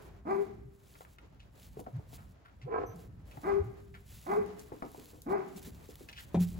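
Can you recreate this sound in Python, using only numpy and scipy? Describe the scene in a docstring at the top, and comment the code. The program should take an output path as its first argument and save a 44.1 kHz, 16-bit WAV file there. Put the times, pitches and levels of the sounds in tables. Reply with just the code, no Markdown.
"""A deer gives five short, hoarse calls from the right, most sweeping up to a held note: its vocal folds
are the source, its throat and mouth the filter, and the fences of the pen reflect the sound.
A stag treads over mud and straw, then bumps the wooden feeder, whose boards boom in their normal modes.
Under it lie one thin bird note, a crackly rustle and a low outdoor rumble."""
import sys
import numpy as np
from scipy import signal
from scipy.fft import rfft, irfft, next_fast_len
from scipy.io import wavfile
from scipy.ndimage import uniform_filter1d, map_coordinates

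SR = 44100
rng = np.random.default_rng(int(sys.argv[2]) if len(sys.argv) > 2 else 0)


def wrap_up_sound(samples):
    """Save the sound to the file named by the first command line argument, as 16-bit audio."""
    columns = np.atleast_2d(samples).T
    # keep every value between -1 and 1, then stretch to whole-number steps
    tamed = np.clip(columns, -1, 1)
    steps = np.round(tamed * 32767).astype(np.int16)
    wavfile.write(sys.argv[1], SR, steps)


N = 290619

# Each row: start and length in seconds; relative levels of voice, closing hum and overtones in dB;
# held pitch in Hz; roughness and half-pitch growl from 0 to 1; mouth opening time in seconds;
# relative levels of bark and ringing octave in dB; droop as a share of the pitch.
CALLS = [(0.248, 0.21, -34.5, -34, -41.5, 396.4, 0.33, 0.2, .072, -28, -37.5, 0.0045),
         (3.427, 0.2, -35, -28.5, -42, 412.1, 0.29, .11, 0.062, -9, -38.5, .035),
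         (4.259, .19, -36, -29.5, -40, 420, 0.49, 0.1, 0.066, -17.5, -40, 0.023),
         (5.257, .2, -33.5, -38.5, -41, 407.8, 0.71, 0.34, .074, -21, -39, 0.0694)]
# Spectra of the throat, the open mouth and a call's hard onset. Each row: frequency in Hz, gain in dB.
THROAT = [(70, -43), (130, -6.5), (200, 1), (280, -3.5), (370, -1), (460, -5), (560, -14), (700, -37),
          (1000, -111)]
MOUTH = [(380, -41.5), (560, 0.5), (680, 9), (810, 7), (930, 1.5), (1130, 4.5), (1330, -2.5), (1580, -5.5),
         (1800, -14), (2020, -7.5), (2380, -10), (2800, -32), (5000, -30), (12000, -55)]
BARK = [(700, -38), (1150, 5.5), (1350, 1.5), (1600, -2.5), (1850, -7), (2040, -4), (2400, -14.5),
        (2750, -32), (6000, -43)]

def calls(sweep=0.55, sweep_s=0.022, jitter=0.02, flutter=0.021, fray=0.061, rasp=6.7, muffle_hz=1500):
    """Source and filter: the folds speed up to a note, then fray into rasp as the mouth shuts on a hum."""
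    out = np.zeros(N)
    for (start, length, voice_db, hum_db, mouth_db, hz,
         rough, growl, open_s, bark_db, octave_db, droop) in CALLS:
        t, low_db, open_db = call_envelope(length, voice_db, hum_db, mouth_db, open_s)
        size = len(t)
        strain = amp(0.35 * (open_db - open_db.max()))
        # The folds slacken once the mouth is past its widest.
        slack = 1 - np.exp(-np.maximum(t - open_s, 0) / 0.0304)
        unsteady = jitter * strain * wobble(302.1, size) + flutter * (rough + 0.5) * wobble(69.8, size)
        pitch = hz * (1 - sweep * np.exp(-t / sweep_s)) * (1 + unsteady - droop * slack)
        phase = 2 * np.pi * np.cumsum(pitch) / SR
        buzz, puffs = vocal_folds(pitch, rough * np.sqrt(strain), growl, shimmer_db=3)
        note = unit(np.cos(phase) * amp(2.5 * (rough + 0.5) * wobble(84.8, size)))
        low = unit(note + amp(-3.5) * strain * coloured(buzz + 4.6 * puffs, THROAT))
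        frayed_pitch = pitch * (1 + fray * slack * wobble(330.7, size))
        buzz, puffs = vocal_folds(frayed_pitch, rough, growl, shimmer_db=2.5)
        source = buzz + rasp * (0.55 + 0.45 * slack) * puffs
        bright = coloured(source, MOUTH)
        dull = lowpass(bright, muffle_hz, order=4)
        bark = amp(bark_db + 4.5) * (np.exp(-t / 0.043) + 0.29) * coloured(source, BARK)
        shut = np.exp(-t / 0.07)  # the upper overtones arrive last, as the mouth opens
        overtones = (1 - shut) * bright + shut * dull + bark
        wide = 1 / (1 + ((t - open_s) / 0.017) ** 2)  # the wide mouth resonates at the octave
        octave = wide * unit(np.sin(2 * phase) * amp(10 * rough * wobble(260, size)))
        add(out, start, faded(amp(low_db) * low + amp(open_db + 5) * overtones + amp(octave_db) * octave))
    return out


def vocal_folds(pitch, rough, growl, shimmer_db):
    """Glottal flow: a harmonic buzz, and turbulence that puffs through the folds once a cycle."""
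    phase = 2 * np.pi * np.cumsum(pitch) / SR
    buzz = unit(sum(np.cos(k * phase) for k in range(1, 36)))
    # Period doubling: strong and weak cycles alternate, which puts lines between the harmonics.
    buzz *= (1 + 2 * growl * np.cos(phase / 2)) * amp(shimmer_db * wobble(148.8, len(pitch)))
    puffs = unit(rng.standard_normal(len(pitch)) * (1 + 0.89 * np.cos(phase)))
    return buzz, rough * puffs


def call_envelope(length, voice_db, hum_db, mouth_db, open_s, hum_at_s=0.11, close_db_per_s=173):
    """Articulation: the low voice swells, turns to a hum and falls; the overtones follow the mouth."""
    t = np.arange(int(length * SR)) / SR
    humming = (1 + np.tanh((t - hum_at_s) / 0.01)) / 2
    onset_db = 16.5 * np.exp(-t / 0.019)
    release_db = 15.5 * np.clip(1 - (length - t) / 0.04, 0, 1)
    low_db = voice_db + (hum_db - voice_db) * humming - onset_db - release_db
    shut_db = 16.5 * np.maximum(1 - t / open_s, 0) ** 2.2
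    open_db = mouth_db - shut_db - close_db_per_s * np.maximum(t - open_s, 0)
    return t, low_db, open_db


# The chesty call. One row: start and length in seconds; relative levels of voice, closing hum and
# overtones in dB; mouth opening time in seconds.
GRUNT = (2.645, 0.2153, -38, -39, -42.5, 0.14)
# Its whine swoops up, then sinks as the mouth closes. Each row: time in seconds, pitch in Hz.
WHINE_PITCH = [(2.645, 220.7), (2.676, 505.6), (2.7, 399.7), (2.73, 450.4), (2.765, 452.9), (2.8, 395)]
# Resonances of the long throat. Each row: frequency in Hz, bandwidth in Hz, gain in dB.
LOW_FORMANTS = [(374, 82, 0.5), (446, 50, -3)]
HIGH_FORMANTS = [(720, 120, 2), (1026, 110, 0.5), (1277, 68, -2), (1584, 42, -4), (2270, 120, -15)]

def grunt(jitter=0.035, fast_hz=130, slow_hz=45, flap_s=0.0067):
    """Pulse excitation: uneven, slowing flaps ring the throat's formants under a gliding whine."""
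    out = np.zeros(N)
    start, length, voice_db, hum_db, mouth_db, open_s = GRUNT
    t, low_db, open_db = call_envelope(length, voice_db, hum_db, mouth_db, open_s)
    opening = amp(open_db - open_db.max())
    swell = np.minimum(t / open_s, 1)
    pitch = curve(WHINE_PITCH, start + t) * (1 + jitter * wobble(120.1, len(t)))
    flap_hz = np.geomspace(fast_hz, slow_hz, len(t)) * amp(2.5 * wobble(80, len(t)))
    since_flap = (np.cumsum(flap_hz) / SR % 1) / flap_hz
    flaps = unit(0.25 + np.exp(-since_flap / flap_s))
    whine = unit(np.sin(2 * np.pi * np.cumsum(pitch) / SR) * uniform_filter1d(flaps, size=130))
    source = flaps * sum(vocal_folds(pitch / 2, rough=2, growl=0.36, shimmer_db=2.5))
    bright = lowpass(resonate(source, HIGH_FORMANTS), 2700, order=5)
    dull = lowpass(bright, 900, order=6)
    overtones = np.sqrt(swell) * (opening * bright + (1 - opening) * dull)
    low = amp(-4) * np.sqrt(opening) * whine + amp(0.5) * swell * resonate(source, LOW_FORMANTS)
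    add(out, start, faded(amp(low_db) * low + amp(open_db + 7.5) * overtones))
    return out


# Blows on the feeder. Each row: start in seconds, ring level in dB, crack level in dB.
BUMPS = [(6.344, -22, -26.5), (6.368, -20, -46), (6.4064, -24.5, -55)]
# Modes of the boards. Each row: frequency in Hz, relative level in dB, 60 dB decay time in seconds.
BOARD_MODES = [(94, -16.5, 0.81), (139, -11, 0.1), (174.7, -2, 0.36), (173.3, -18, 0.9), (265, -5, 0.064),
               (329, 1, 0.086), (364, -9.5, 0.2), (410, -7.5, 0.15), (530, -11, 0.088), (683, -15.5, 0.13),
               (781, -14, 0.14), (924, -21, 0.091)]
# Spectrum of the contact. Each row: frequency in Hz, gain in dB.
CRACK = [(150, -27), (300, 15.5), (550, -1.5), (850, 1.5), (1300, -18), (1900, -19), (2300, -12.5),
         (2900, -24), (3600, -18.5), (4500, -30), (7000, -29), (15000, -36.5)]

def feeder(sharp=0.036, settle_s=0.024, press_at_s=6.44, press_db=4.5):
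    """Modal vibration: each blow cracks and sets the boards booming, then the stag's muzzle damps them."""
    out, t = np.zeros(N), np.arange(SR // 2) / SR
    warped = t + sharp * settle_s * (1 - np.exp(-t / settle_s))  # hard-struck boards ring sharp at first
    for start, ring_db, crack_db in BUMPS:
        soft_db = 0.88 * np.clip(crack_db - ring_db, -20, 0)  # soft contacts hardly stir the higher modes
        ring = sum(amp(db + soft_db * (hz > 250) - 60 * t / t60) * np.sin(2 * np.pi * hz * warped)
                   for hz, db, t60 in BOARD_MODES)
        crack = noise(CRACK, len(t)) * amp(crack_db - 60 * t / 0.098) * (1 - np.exp(-t / 0.00092))
        add(out, start, amp(ring_db) * ring * (1 - np.exp(-t / 0.0025)) + crack)
    pressed = (1 + np.tanh((np.arange(N) / SR - press_at_s) / 0.013)) / 2
    return out * amp(-press_db * pressed)


# Each row: start in seconds, tap level in dB, relative clack level in dB,
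# 60 dB decay time of the clack's tail in seconds, tap pitch in Hz.
HOOF_STEPS = [(1.771, -33.5, -14, 0.047, 420), (1.794, -34, -13.5, 0.05, 650), (1.81, -42, -20, 0.036, 457),
              (1.865, -40.5, -4, 0.037, 1140), (1.87, -35.5, -11, 0.048, 673), (1.995, -44, -14, 0.05, 610),
              (2.13, -45.5, -6.5, 0.075, 750), (3.372, -40, 0.5, 0.03, 760), (4.72, -34, -10, 0.094, 370),
              (4.823, -31, -1.5, 0.07, 1100), (4.848, -36.5, -7, 0.096, 450), (4.947, -43, -5.5, 0.04, 696),
              (4.98, -43.5, -26, 0.23, 420), (5.133, -48, -11, 0.24, 398), (5.675, -39, -30, 0.067, 328),
              (5.89, -41.5, -24, 0.047, 380), (6.009, -42.5, -30, 0.1, 380)]
# Spectra of the hollow knock and its clack. Each row: frequency in Hz, gain in dB.
HOOF_BODY = [(90, -11), (200, -5.5), (290, 4), (370, -6), (480, -0.5), (580, -16), (800, -22.5),
             (1500, -55.5)]
HOOF_CLACK = [(400, -18), (720, 7), (1100, 2.5), (1500, -16), (2100, -15.5), (3000, -28), (9000, -42)]

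def hooves(rise_cycles=0.45, knock_db=-7):
    """Damped impact: a tap of a few cycles, then a hollow knock with a shorter clack on top."""
    out, t = np.zeros(N), np.arange(SR // 4) / SR
    for start, db, clack_db, t60, hz in HOOF_STEPS:
        age = t * hz / rise_cycles
        tap = age * np.exp(1 - age) * np.sin(2 * np.pi * hz * t)
        body = noise(HOOF_BODY, len(t)) * amp(-60 * t / (1.68 * t60))
        clack_decay = amp(-60 * t / t60) + 1.6 * amp(-60 * t / 0.016)
        clack = noise(HOOF_CLACK, len(t)) * amp(clack_db + 3) * clack_decay
        knock = (body + clack) * (1 - np.exp(-t / 0.0015))
        add(out, start, amp(db) * (tap + amp(knock_db) * knock))
    return out


# Each row: centre time in seconds, peak level in dB, pitch in Hz, Gaussian width in seconds.
THUDS = [(.668, -45.5, 134, 0.018), (1.961, -31.5, 129, 0.016), (1.99, -31.5, 120, 0.0067),
         (2.655, -36.5, 125.4, 0.012), (2.901, -42, 108, 0.013), (2.97, -46, 171.6, 0.029),
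         (3.384, -40, 116.9, 0.0056), (3.616, -29.5, 87, 0.011), (3.675, -37.5, 114, 0.02),
         (5.565, -41, 173, 0.0073), (5.665, -46.5, 167, 0.015)]

def thuds():
    """Gaussian tone bursts: soft, low bumps that swell and die within a few cycles."""
    out, t = np.zeros(N), np.arange(-SR // 10, SR // 10) / SR
    for centre, db, hz, width in THUDS:
        phase = 2 * np.pi * hz * t + 0.5 * wobble(74.3, len(t))
        add(out, centre + t[0], amp(db) * np.exp(-(t / width) ** 2 / 2) * np.sin(phase))
    return out


# Each row: start in seconds, relative level in dB, pitch in Hz, 60 dB decay time in seconds.
STRAW_SNAPS = [(0.953, -45.5, 1550, 0.043), (1.007, -42.5, 940, 0.054), (1.05, -42, 1095, 0.033),
               (1.1852, -43, 1650, 0.019), (1.3964, -52, 2700, 0.14), (1.8007, -50, 9500, .035),
               (2.175, -51.5, 1100, 0.26), (2.449, -51, 1400, 0.21), (2.615, -50.5, 2300, 0.11),
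               (2.959, -52.5, 11100, 0.023), (3.312, -49.5, 2500, 0.1), (3.9405, -44.5, 1490, 0.12),
               (4.4334, -52.5, 13000, .012), (4.4622, -48, 8950, 0.0098), (4.5948, -44.5, 7450, .014),
               (4.601, -43.5, 7400, 0.016), (5.2193, -40, 12100, 0.017), (5.5632, -46, 7950, .04),
               (5.887, -53, 6290, 0.02), (6.0878, -39, 2620, 0.053), (6.1287, -41.5, 2700, 0.053)]

def straws():
    """Brittle fracture: a stalk snaps with a click and crackles briefly round its own pitch."""
    out, t = np.zeros(N), np.arange(SR // 6) / SR
    for start, db, hz, t60 in STRAW_SNAPS:
        spectrum = [(hz / 8, -26), (hz / 3.5, -12), (hz, 0), (hz * 2.22, -14), (hz * 5, -32)]
        click = 1.1 * amp(-60 * t / 0.0073)
        splinters = 1.37 * amp(-60 * t / t60 + 4.45 * wobble(344, len(t)))
        attack = 1 - np.exp(-t / (0.009 * t60))
        add(out, start, amp(db - 9.5) * (click + splinters) * attack * noise(spectrum, len(t)))
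    return out


def scrape(start=6.145, db=-54, high_hz=2700, low_hz=1750):
    """Friction: a hoof slips unevenly over straw, and a high resonance gives way to a lower one."""
    out, size = np.zeros(N), int(0.085 * SR)
    slips = rng.standard_normal(size) * amp(2 * wobble(505, size))
    slide = np.linspace(0, 1, size)
    high, low = resonate(slips, [(high_hz, 900, 0)]), resonate(slips, [(low_hz, 600, 0)])
    add(out, start, amp(db) * unit(faded((1 - slide) * high + slide * low, fade_s=0.075)))
    return out


def bird(start=2.858, hz=6040, db=-60.5, fade_db_per_s=110):
    """Random modulation of pitch and level makes one thin, fading note and its octave scratchy."""
    out, t = np.zeros(N), np.arange(int(0.085 * SR)) / SR
    phase = 2 * np.pi * np.cumsum(hz * (1 + 0.016 * wobble(1100, len(t)))) / SR
    note = (np.sin(phase) + 0.64 * np.sin(2 * phase)) * amp(1.5 * wobble(600, len(t)) - fade_db_per_s * t)
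    add(out, start, amp(db) * faded(note, fade_s=0.0089))
    return out


# Each row: start in seconds, length in seconds, relative level in dB.
SWISHES = [(0, 0.099, -66.5), (0.252, 0.25, -70), (.82, 0.26, -67.5), (1.079, 0.093, -70.5),
           (1.548, 0.16, -62.5), (1.787, 0.032, -65), (2.07, 0.063, -71), (2.112, 0.065, -59),
           (2.133, 0.22, -74), (2.932, 0.16, -67.5), (3.242, 0.34, -68), (4.037, 0.28, -61),
           (4.16, 0.25, -62.5), (4.566, .12, -65), (4.847, 0.32, -65), (5.044, 0.087, -63),
           (5.283, .06, -63), (5.552, 0.055, -57.5), (5.604, 0.11, -57), (5.764, 0.34, -64.5),
           (6.077, 0.045, -72), (6.176, 0.083, -57.5), (6.39, 0.069, -53), (6.415, 0.15, -63)]
# The stir between swishes. Each row: time in seconds, level in dB before the lulls are deepened.
STIR_LEVEL = [(0.0, -76), (0.2, -82.5), (0.45, -80), (0.66, -83), (0.99, -68), (1.19, -84.5), (1.43, -83.5),
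              (1.71, -73), (2.13, -81), (2.44, -85.5), (3.34, -84), (3.45, -77), (3.91, -77), (4.22, -70),
              (4.42, -73.5), (4.52, -74), (4.66, -72), (5.01, -68.5), (5.4, -74), (5.52, -68), (5.8, -69.5),
              (6.3, -72), (6.59, -66.5)]
# Spectra of the dry hiss and of the stalks' ticks. Each row: frequency in Hz, gain in dB.
HISS_SPECTRUM = [(900, -6.5), (2500, -1), (4000, 0.5), (5500, -3.2), (7500, 1.5), (11000, 0.5), (15800, 0)]
TICK_SPECTRUM = [(500, -25.5), (1500, -5), (3500, 0.5), (7000, -2), (15000, 1)]

def rustle(lull_stretch=1.11, treble_hz=6930, treble_lag_s=0.000232):
    """Incoherent sources add in power: a faint, dry stir swells in swishes of hiss and ticks."""
    t = np.arange(N) / SR
    stir_db = curve(STIR_LEVEL, t)
    power = amp(0.94 + stir_db.max() + lull_stretch * (stir_db - stir_db.max())) ** 2
    for start, length, db in SWISHES:
        arch = np.abs(np.sin(np.pi * np.clip((t - start) / length, 0, 1))) ** 0.75
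        power += (amp(db) * arch) ** 2
    hiss = amp(2.5 + 2.06 * wobble(45, N) + 1.3 * wobble(350, N)) * diffuse(HISS_SPECTRUM, side_db=-17)
    left, right = np.sqrt(power) * (hiss + amp(-2.5) * crackle(per_second=120, spread_db=3.5))
    treble_delay = lambda hz: np.exp(-2j * np.pi * treble_lag_s * np.maximum(hz - treble_hz, 0))
    return np.array([filtered(left, treble_delay), right])


def crackle(per_second, spread_db):
    """Shot noise: dry stalks tick at random times, at rms 1."""
    ticks = (rng.random(N) < per_second / SR) * amp(spread_db * rng.standard_normal(N))
    t = np.arange(SR // 100) / SR
    envelope = signal.fftconvolve(ticks, np.exp(-t / 0.00069))[:N]
    return coloured(envelope * rng.standard_normal(N), TICK_SPECTRUM)


# Reverberation of the pen. Each row: frequency in Hz, 60 dB decay time in seconds.
PEN_DECAY = [(100, 2.14), (400, 0.56), (1000, 0.58), (2300, 0.83), (6000, 0.39), (14000, 0.22)]

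def echoes(x, near_db, far_db, near_s=0.022, fence_s=0.21, fence_gain=0.72):
    """Reflection: ground and boards scatter early, then the pen reverberates and the far fence answers."""
    hz, t, cells = signal.stft(rng.standard_normal((2, SR)), SR, nperseg=256)
    fence = fence_gain * np.exp(-((t - fence_s) / 0.057) ** 2) * (hz[:, None] < 900)
    swell = 1 - np.exp(-t / 0.02) + fence
    decay = amp(-60 * t / along(PEN_DECAY, hz)[:, None])
    tail = signal.istft(cells * decay * swell, SR, nperseg=256)[1]
    t = np.arange(tail.shape[1]) / SR
    early = rng.standard_normal(tail.shape) * np.exp(-t / near_s) * (t > 0.002)
    mid, side = sum(amp(db) * part / np.linalg.norm(part, axis=1, keepdims=True)
                    for db, part in [(near_db, early), (far_db, tail)])
    side = filtered(side, lambda hz: hz / np.hypot(hz, 290))  # long waves reach both sides alike
    response = np.array([mid + side, mid - side]) / np.sqrt(2)
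    return signal.fftconvolve(x[None], response, axes=1)[:, :N]


# Spectrum of a call's far echo. Each row: frequency in Hz, gain in dB.
ECHO_SPECTRUM = [(200, -20), (320, -5), (390, 8), (480, -9), (750, -6), (1500, -13), (2400, -22),
                 (3200, -42)]

def lingering_echo(db=-56, fall_db_per_s=55):
    """Exponential decay: at the start, diffuse noise with the colour of a call is dying away."""
    return amp(db - fall_db_per_s * np.arange(N) / SR) * diffuse(ECHO_SPECTRUM, side_db=-4)


# Spectra of the rumble and of the yard noise with its echo. Each row: frequency in Hz, gain in dB.
RUMBLE_SPECTRUM = [(20, -25), (32, -22), (45, -3.5), (70, -1.5), (110, -6.5), (190, -12.5), (300, -24.5),
                   (600, -67)]
YARD_SPECTRUM = [(150, -30), (260, 7), (650, 3), (1200, -3), (1850, -7), (3500, -15.5), (7000, -22),
                 (12000, -60)]
# The rumble drifts; the yard noise swells with the diffuse echo after each call.
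# Each row: time in seconds, relative level in dB.
RUMBLE_LEVEL = [(0.0, -56), (0.59, -61.5), (1.51, -61), (1.96, -54.5), (2.46, -64), (2.77, -57.5),
                (3.82, -57.5), (4.02, -60), (4.28, -59), (5.05, -62.5), (5.54, -61), (6.02, -60.5),
                (6.31, -61), (6.59, -44.5)]
YARD_ECHO_LEVEL = [(0.0, -62.5), (0.31, -71), (0.44, -64.5), (0.73, -72.5), (1.87, -68.5), (2.62, -72),
                   (2.83, -62.5), (3.03, -72), (3.3, -66.5), (3.56, -58.5), (3.78, -69.5), (4.15, -72),
                   (4.44, -56), (4.61, -63.5), (5.27, -72), (5.45, -58.5), (5.63, -66.5), (6.59, -67.5)]

def background():
    """Ambient field: a low rumble, and faint yard noise swelling with the diffuse echo after each call."""
    t = np.arange(N) / SR
    rumble = amp(curve(RUMBLE_LEVEL, t) + 3.5 + 2.67 * wobble(9.9, N)) * diffuse(RUMBLE_SPECTRUM, -12)
    yard = amp(curve(YARD_ECHO_LEVEL, t) + 2.5 + 3.57 * wobble(25, N)) * diffuse(YARD_SPECTRUM, -0.5)
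    return rumble + yard


def placed(x, lag_ms, shadow_db):
    """Delay and shadow: the left side is later and, above the bass, weaker; negative values reverse it."""
    shade = lambda hz: amp(shadow_db / 2 * along([(400, -0.11), (700, 1), (1300, 0.96), (2400, 0.17)], hz))
    left = filtered(x, lambda hz: np.exp(-2j * np.pi * hz * lag_ms / 1000) / shade(hz))
    return np.array([left, filtered(x, shade)])


def diffuse(spectrum, side_db):
    """Partly correlated stereo noise at rms 1; side_db sets its width."""
    mid, side = noise(spectrum, N), amp(side_db) * noise(spectrum, N)
    return unit(np.array([mid + side, mid - side]))


def amp(db):
    """Decibels to gain."""
    return 10 ** (np.asarray(db) / 20)


def unit(x):
    """Scale to rms 1."""
    return x / np.sqrt(np.mean(x ** 2) + 1e-20)


def along(points, hz):
    """Interpolate (Hz, value) points on a log frequency axis."""
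    freqs, values = np.transpose(points)
    return np.interp(np.log(hz + 1), np.log(freqs), values)


def curve(points, t):
    """Interpolate (seconds, value) points at the times t."""
    return np.interp(t, *np.transpose(points))


def wobble(rate, size):
    """A smooth random curve with rate knots a second."""
    knots = rng.standard_normal(int(size * rate / SR) + 4)
    return map_coordinates(knots, [np.arange(size) * rate / SR])


def filtered(x, response):
    """Multiply the spectrum of x by a frequency response."""
    size = x.shape[-1]
    padded = next_fast_len(size + SR // 4)
    return irfft(rfft(x, padded) * response(np.fft.rfftfreq(padded, 1 / SR)), padded)[..., :size]


def lowpass(x, cutoff_hz, order):
    """Roll off the treble by 6 dB an octave for each order."""
    return filtered(x, lambda hz: 1 / (1 + (hz / cutoff_hz) ** order))


def resonate(x, modes):
    """Parallel (Hz, bandwidth, dB) resonances, at rms 1; a second, wider pass steepens the skirts."""
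    band = lambda f, hz, width: 1j * f * width / (hz * hz - f * f + 1j * f * width)
    response = lambda f: sum(amp(db) * band(f, hz, width) * band(f, hz, 4 * width)
                             for hz, width, db in modes)
    return unit(filtered(x, response))


def coloured(x, spectrum):
    """Shape x by (Hz, dB) points, at rms 1."""
    return unit(filtered(x, lambda hz: amp(along(spectrum, hz))))


def noise(spectrum, size):
    """Coloured noise at rms 1."""
    return coloured(rng.standard_normal(size), spectrum)


def faded(x, fade_s=0.0082):
    """Taper both ends with a cosine."""
    return x * signal.windows.tukey(len(x), 2 * fade_s * SR / len(x))


def add(track, start, x):
    """Mix x into the track from start seconds on."""
    part = track[..., round(start * SR):][..., :x.shape[-1]]
    part += x[..., :part.shape[-1]]


def scene():
    """Superposition of direct and reflected sound: the calls carry far; steps and knocks are drier."""
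    voice = calls() + grunt()
    steps = hooves() + straws() + scrape()
    knocks = feeder() + thuds()
    far = placed(voice, lag_ms=0.438, shadow_db=5.5)
    far += echoes(voice, near_db=-3.5, far_db=-12.5, near_s=0.016)
    close = placed(steps, lag_ms=-0.425, shadow_db=-3.5) + echoes(steps, near_db=-5.5, far_db=-18.5)
    close += placed(knocks, lag_ms=0.04, shadow_db=-8.5) + echoes(knocks, near_db=-12, far_db=-21)
    return far + close + bird() + rustle() + lingering_echo() + background()


def record(dry):
    """Band limiting: the microphone passes nothing above 15850 Hz."""
    return filtered(dry, lambda hz: hz < 15850)


dry = scene()
out = record(dry)
wrap_up_sound(out)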